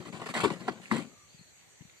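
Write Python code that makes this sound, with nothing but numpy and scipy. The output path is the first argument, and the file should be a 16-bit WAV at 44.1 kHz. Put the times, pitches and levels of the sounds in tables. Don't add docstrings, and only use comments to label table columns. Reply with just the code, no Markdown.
import sys
import numpy as np
from scipy import signal
from scipy.fft import rfft, irfft
from scipy.io import wavfile
from scipy.ndimage import uniform_filter1d

SR = 44100
rng = np.random.default_rng(int(sys.argv[2]) if len(sys.argv) > 2 else 0)


def to_wav(s):
    ch = np.atleast_2d(s).T
    pcm = np.round(np.clip(ch, -1, 1) * 32767)
    wavfile.write(sys.argv[1], SR, pcm.astype(np.int16))


def field_ratio(decibels):
    return 10 ** (np.asarray(decibels, dtype=float) / 20)


N = 88200

# start_s, length_s, shell_db, grit_db, plank_db
SLIPS = [(0, 0.0094, -49, -52, -35), (0.015, 0.026, -52, -62, -46.5), (0.047, 0.045, -52.5, -58, -46),
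         (0.066, 0.04, -65, -62, -45.5), (0.121, 0.06, -47.5, -54, -39.5), (0.189, 0.02, -48, -55.5, -39),
         (0.212, 0.031, -45.5, -53, -40.5), (0.256, 0.019, -39, -43, -43), (0.283, 0.032, -45.5, -44, -41),
         (0.336, 0.028, -34.5, -39.5, -40), (0.362, 0.039, -36, -40.5, -39), (.399, 0.026, -36, -40.5, -43),
         (0.431, .028, -32, -36, -28), (0.46, 0.031, -41.5, -50, -35.5), (0.497, 0.051, -45, -48.5, -36),
         (0.553, 0.052, -56, -60.5, -48), (0.598, 0.097, -54, -59.5, -44), (0.674, 0.014, -32, -47.5, -34),
         (0.686, 0.058, -51, -62.5, -44), (0.748, 0.063, -58.5, -69, -50.5), (0.811, 0.12, -69, -58.5, -59),
         (0.908, 0.06, -41, -45, -31), (0.96, 0.037, -47.5, -46.5, -40.5),
         (0.992, 0.045, -54, -51.5, -43.5), (1.041, 0.042, -66.5, -67, -50),
         (1.089, 0.054, -70.5, -74, -58)]
# start_s, shell_peak_db, shell_contact_hz, plank_peak_db, plank_contact_hz
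KNOCKS = [(0.219, -33, 990, -47, 332), (.261, -31.5, 1180, -36, 308), (0.287, -33, 1040, -61, 347),
          (0.337, -35, 1090, -45, 280), (0.3978, -36, 1170, -34, 291), (.434, -22, 1010, -26, 403),
          (0.446, -18.5, 1040, -26, 382), (.449, -25, 1023, -34, 372), (0.456, -32, 1010, -28, 397),
          (0.502, -26, 900, -33, 397), (0.681, -30, 1400, -55, 375), (0.797, -40.5, 690, -38, 205),
          (.912, -18, 1154, -28, 219), (.938, -29, 900, -30, 220), (0.956, -33, 1410, -26.5, 212),
          (.989, -38, 900, -25.5, 310), (.972, -34.5, 1020, -44, 220)]
# mode_hz, width_hz, level_db
SHELL_MODES = [(714, 254, 1), (900, 29, -2), (1043, 170, 3), (1163, 119, 3.5), (1400, 235, -2.5),
               (1630, 89, -3), (1770, 190, -2.5), (2012, 156, -3.5), (2210, 97, -10), (3130, 680, -5),
               (3685, 300, -7), (4500, 780, -8)]
# mode_hz, width_hz, level_db
PLANK_MODES = [(147, 13, -9), (183.4, 16, 5.5), (220, 18, 4), (251, 20.5, 0.5), (313, 59, 2),
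               (363.3, 37, 4), (413.5, 42, -5.5), (510, 55, -2.5)]
# freq_hz, density_db_per_hz
GRIT_SPECTRUM = [(880, -7), (1500, -2.5), (2340, 1), (2720, -4), (4520, -10), (5460, -21.5), (7740, -8.5),
                 (10700, -20), (14300, -38)]
FLEX_RATIOS = (.95, 1.03, .98, 1.06)
# start_s, peak_db, pitch_hz
FOOTFALLS = [
    (0, -34, 139),
    (.135, -39, 159),
    (.465, -31, 168.3),
    (1.344, -47.5, 148),
    (1.392, -49, 142),
    (1.41, -47.5, 165),
    (1.672, -63, 152),
    (1.807, -41, 139),
    (1.821, -48, 247),
    (1.85, -47, 165),
]
# start_s, peak_db, pitch_hz
TICKS = [
    (.503, -27.5, 2150),
    (.504, -36.5, 4500),
    (.913, -23.5, 1944),
    (.857, -38.5, 2450),
    (1.81, -53, 1990),
    (1.819, -51, 2850),
    (1.897, -49.5, 2260),
    (1.898, -49, 3550),
]
# start_s, peak_db, pitch_hz
LEG_CATCHES = [(.058, -38.5, 1090), (.082, -41.5, 1170), (.128, -40.5, 2060), (.138, -33, 161),
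               (.218, -32, 1050), (.262, -34, 1137), (.29, -35, 1080), (.339, -30.5, 1115),
               (.351, -33, 1830), (.366, -33.5, 1700), (.383, -33.5, 1250), (.378, -27, 1630),
               (.3995, -25, 1114), (.403, -29.5, 1400), (.362, -33, 243), (.371, -31, 243),
               (.435, -22.5, 340), (.4445, -20.5, 382), (.449, -22, 393), (.454, -22.5, 384),
               (.487, -36.5, 302), (.447, -17.5, 1066), (.454, -29.5, 2200), (.464, -29, 243.7),
               (.475, -29, 295), (.505, -30.5, 330), (.514, -26.5, 161), (.524, -32, 190),
               (.6805, -27.5, 1006), (.681, -29.5, 1386), (.684, -27, 1630), (.684, -25, 749),
               (.6125, -42.5, 334), (.687, -26, 380), (.703, -34, 273), (.712, -36.5, 262),
               (.914, -22, 217), (.912, -30, 1990), (.923, -25.5, 271), (.932, -29.5, 226),
               (.941, -26.5, 207), (.955, -27, 240), (.98, -31, 204), (.989, -29, 322), (1.0, -37, 312),
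               (1.022, -32, 220), (1.045, -43, 265), (1.053, -43, 231), (1.072, -45, 258)]
# freq_hz, density_db_per_hz
RIVER_BODY = [(40, -2), (90, 5), (200, -5.5), (450, -5), (1200, -12), (2100, -5.5), (3300, -10.5),
              (4500, -8.5)]
# freq_hz, gain_db
RIVER_TOP = [(4500, 4), (5600, 6.5), (6800, 7), (8200, 4), (9200, -8), (11000, -17), (13000, -6),
             (14300, -18)]
# freq_hz, correlation
RIVER_LIKENESS = [(60, 0.27), (230, -0.21), (910, 0.234), (3570, -0.22), (14000, 0.034)]
# start_s, length_s, level_db, start_hz, end_hz
BIRDS = [
    (1.28, .045, -70, 4000, 4620),
    (1.325, .045, -72, 4620, 4650),
    (1.372, .035, -68, 4560, 3950),
    (1.4, .05, -76, 4550, 4300),
    (1.44, .1, -78, 4400, 3900),
    (1.965, .025, -70, 4750, 4300),
    (1.08, .19, -73, 1230, 1160),
]
# freq_hz, left_over_right_db
PORT_LEAN = [(60, 11), (100, 13.5), (420, 14), (500, 0.3), (800, 0), (1150, 3.5), (2000, 0.5), (3300, -2),
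             (8000, 3), (13000, 0)]
# freq_hz, left_lead_rad
PORT_LEAD = [(60, 0), (400, -.18), (1150, -.3), (1800, -1.7), (2400, -2), (2850, -3.1), (4700, -7.4),
             (8000, -7.9)]


def evened(x):
    return x / np.sqrt(np.mean(x ** 2) + 1e-20)


def smooth_noise(shape, width):
    return evened(uniform_filter1d(rng.standard_normal(shape), size=width, axis=-1))


def read(points, hz):
    f, value = np.transpose(points)
    return np.interp(np.log(hz + 1), np.log(f + 1), value)


def add(mix, start_s, sound):
    part = mix[..., round(start_s * SR):][..., :sound.shape[-1]]
    part += sound[..., :part.shape[-1]]


def through(x, response):
    return signal.oaconvolve(x, response)[:N]


def high_pass(order, hz):
    return signal.butter(order, hz, "high", fs=SR, output="sos")


def facing(turn, k, count):
    away = abs((turn - k + count / 2) % count - count / 2)
    return np.cos(np.pi / 2 * np.minimum(away, 1))


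def ring(modes, flip):
    rattle_db, rattle_t60_s = -15, .2
    t = np.arange(8192) / SR
    body = np.zeros(8192)
    for k, (hz, width_hz, db) in enumerate(modes):
        decay = np.exp(-np.pi * width_hz * t)
        body += flip ** k * field_ratio(db) * np.sqrt(width_hz) * decay * np.sin(2 * np.pi * hz * t)
    rattle = rng.standard_normal(8192) * field_ratio(-60 * t / rattle_t60_s)
    rattle = signal.fftconvolve(rattle / np.linalg.norm(rattle), body)[:8192]
    return body + field_ratio(rattle_db) * rattle


def colour(points):
    db = np.maximum(read(points, abs(np.fft.fftfreq(4096, 1 / SR))), -100)
    log_gain = np.log(field_ratio(db))
    fir = np.fft.ifft(np.exp(np.conj(signal.hilbert(log_gain)))).real[:1024]
    return fir / np.linalg.norm(fir)


def slip_drive():
    catches_per_s, spread_db, rub, stutter_db = 2500, 3.5, .6, 2.5
    catch = field_ratio(spread_db * np.minimum(rng.exponential(1, (5, N)), 4))
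    catch = catch * (rng.random(N) < catches_per_s / SR)
    catch = catch * rng.choice([-1., 1.], (5, N))
    drive = np.array([evened(c) for c in catch]) + rub * rng.standard_normal((5, N))
    return drive * field_ratio(stutter_db * smooth_noise((5, N), 180))


def slip_pressure():
    rise_s, release_s, sag_db = 0.0066, 0.0055, -7
    creep_db, creep_s = -20, .007
    t = np.arange(N) / SR
    press = np.zeros((3, N))
    for start_s, length_s, *db in SLIPS:
        u = t - start_s
        shape = np.clip(u / rise_s, 0, 1) ** 2 * field_ratio(sag_db * np.clip(u / length_s, 0, 1))
        shape += field_ratio(creep_db) * np.exp(-abs(u) / creep_s)
        release = np.exp(-np.maximum(u - length_s, 0) / release_s)
        press += field_ratio(np.array(db))[:, None] * shape * release
    return press


def knock_pushes():
    contact_cycles = 2.9
    t = np.arange(1500) / SR
    blows = np.zeros((2, N))
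    for start_s, shell_db, shell_hz, plank_db, plank_hz in KNOCKS:
        for blow, db, hz in zip(blows, (shell_db, plank_db), (shell_hz, plank_hz)):
            turns = np.minimum(t * hz, contact_cycles)
            push = np.sin(np.pi * turns / contact_cycles) ** 2 * np.sin(2 * np.pi * turns)
            add(blow, start_s, field_ratio(db) * 2 * push / abs(push).sum())
    return blows


def chair():
    flex_s, apart = .037, .9
    drive, press, blows = slip_drive(), slip_pressure(), knock_pushes()
    grit = signal.oaconvolve(press[1] * drive[2:], colour(GRIT_SPECTRUM)[None], axes=1)[:, :N]
    shell, planks = ring(SHELL_MODES, flip=-1.002), ring(PLANK_MODES, flip=0.96)
    out = grit[0] + through(blows[0] / abs(shell).max(), shell)
    plank_force = press[2] * drive[1] / np.linalg.norm(planks) + blows[1] / abs(planks).max()
    out += through(plank_force, planks)
    turn = np.arange(N) / SR / flex_s
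    index = np.arange(len(shell))
    for k, flex in enumerate(FLEX_RATIOS):
        bent = np.interp(index * flex, index, shell)
        out += through(press[0] * drive[0] * facing(turn, k, 4) / np.linalg.norm(bent), bent)
    return out, apart * grit[1:]


def taps(rows, cycles, growth=0.):
    out = np.zeros(N)
    for start_s, db, hz in rows:
        turns = np.arange(4000) / SR * hz
        u = turns / cycles / (hz / 300) ** growth
        add(out, start_s, field_ratio(db) * np.e * u * np.exp(-2 * u) * 2 * np.sin(2 * np.pi * turns))
    return out


def footfalls():
    return taps(FOOTFALLS, cycles=0.91)


def river():
    level_db, patch_db = -59, 2
    notch_hz, notch_width_hz, notch_db = 5240, 426, -15.5
    frames, hz = N // 256 + 5, np.fft.rfftfreq(1024, 1 / SR)
    a, b, c, d, patches = rng.standard_normal((frames, 513, 5)).T
    patches = uniform_filter1d(patches, size=10, axis=0)
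    patches = evened(uniform_filter1d(patches, size=12, axis=1))
    same = np.clip(read(RIVER_LIKENESS, hz), -1, 1)[:, None]
    left = a + 1j * b
    z = np.array([left, same * left + np.sqrt(1 - same ** 2) * (c + 1j * d)])
    notch = notch_db * np.exp(-((hz - notch_hz) / notch_width_hz) ** 2)
    spectrum_db = read(RIVER_BODY, hz) + read(RIVER_TOP, hz) + notch
    z *= field_ratio(spectrum_db[:, None] + patch_db * patches) * (hz < 14300)[:, None]
    hiss = signal.istft(z, nperseg=1024, noverlap=768)[1][:, :N]
    return field_ratio(level_db) * evened(hiss)


def insect():
    tone_hz, level_db, uneven_db = 7026, -71.5, 0.76
    throb_s, throb_at_s, sharpness = .069, 1.428, 1.6
    left_right_db = np.array([[1.], [-1.]])
    t = np.arange(N) / SR
    throb = (.5 + .5 * np.cos(2 * np.pi * (t - throb_at_s) / throb_s)) ** sharpness
    uneven = field_ratio(uneven_db * smooth_noise(N, 2500))
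    tone = field_ratio(level_db) * 2 * throb * uneven * np.sin(2 * np.pi * tone_hz * t)
    return tone * field_ratio(left_right_db)


def leg_catches():
    return taps(LEG_CATCHES, cycles=1.7, growth=.5)


def tackle_ticks():
    return taps(TICKS, cycles=2.4)


def birds():
    arch, fuzz_depth, flutter_db = 0.0128, .026, 3.5
    echo_db, echo_t60_s = -1, .35
    out = np.zeros(N)
    for start_s, length_s, db, start_hz, end_hz in BIRDS:
        u = np.arange(round(length_s * SR)) / (length_s * SR)
        fuzz, flutter = smooth_noise((2, 12000), 300)[:, :len(u)]
        hz = start_hz + (end_hz - start_hz) * u
        hz += start_hz * (arch * np.sin(np.pi * u) + fuzz_depth * fuzz)
        whistle = np.sqrt(np.sin(np.pi * u)) * np.sin(2 * np.pi * np.cumsum(hz) / SR)
        add(out, start_s, field_ratio(db + flutter_db * flutter) * 2 * whistle)
    tail = rng.standard_normal((2, 15000)) * field_ratio(-60 * np.arange(15000) / SR / echo_t60_s)
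    tail /= np.linalg.norm(tail[0])
    return out + field_ratio(echo_db) * signal.fftconvolve(out[None], tail, axes=1)[:, :N]


def scatter(x):
    echo_db, t60_s, low_cut_hz, turn_s = 0, .03, 1300, .05
    tails = rng.standard_normal((6, 2, 3000)) * field_ratio(-60 * np.arange(3000) / SR / t60_s)
    tails = signal.lfilter(*signal.butter(3, low_cut_hz, "high", fs=SR), tails / np.linalg.norm(tails[0, 0]))
    turn = np.arange(N) / SR / turn_s
    out = np.zeros((2, N))
    for k, tail in enumerate(tails):
        out += field_ratio(echo_db) * signal.fftconvolve(x[None] * facing(turn, k, 6), tail, axes=1)[:, :N]
    return out


def ports(x):
    hz = np.fft.rfftfreq(N, 1 / SR)
    half = field_ratio(read(PORT_LEAN, hz) / 2) * np.exp(.5j * read(PORT_LEAD, hz))
    gains = np.array([half, 1 / half]) * 2 / (abs(half) + 1 / abs(half))
    return irfft(rfft(x) * gains, N) + scatter(x)


def scene():
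    dragged, wide_grit = chair()
    dragged = signal.sosfiltfilt(high_pass(2, 107), dragged + leg_catches())
    near = dragged + footfalls() + tackle_ticks()
    return ports(near) + wide_grit + river() + insect() + birds()


def low_pass(x):
    return signal.sosfilt(signal.butter(12, 14550, fs=SR, output="sos"), x)


def record(dry):
    low_cut_hz, top_hz = 97, 14260
    heard = signal.sosfilt(high_pass(2, low_cut_hz), dry)
    heard = irfft(rfft(heard) * (np.fft.rfftfreq(N, 1 / SR) < top_hz), N)
    return low_pass(heard)


dry = scene()
out = record(dry)
to_wav(out)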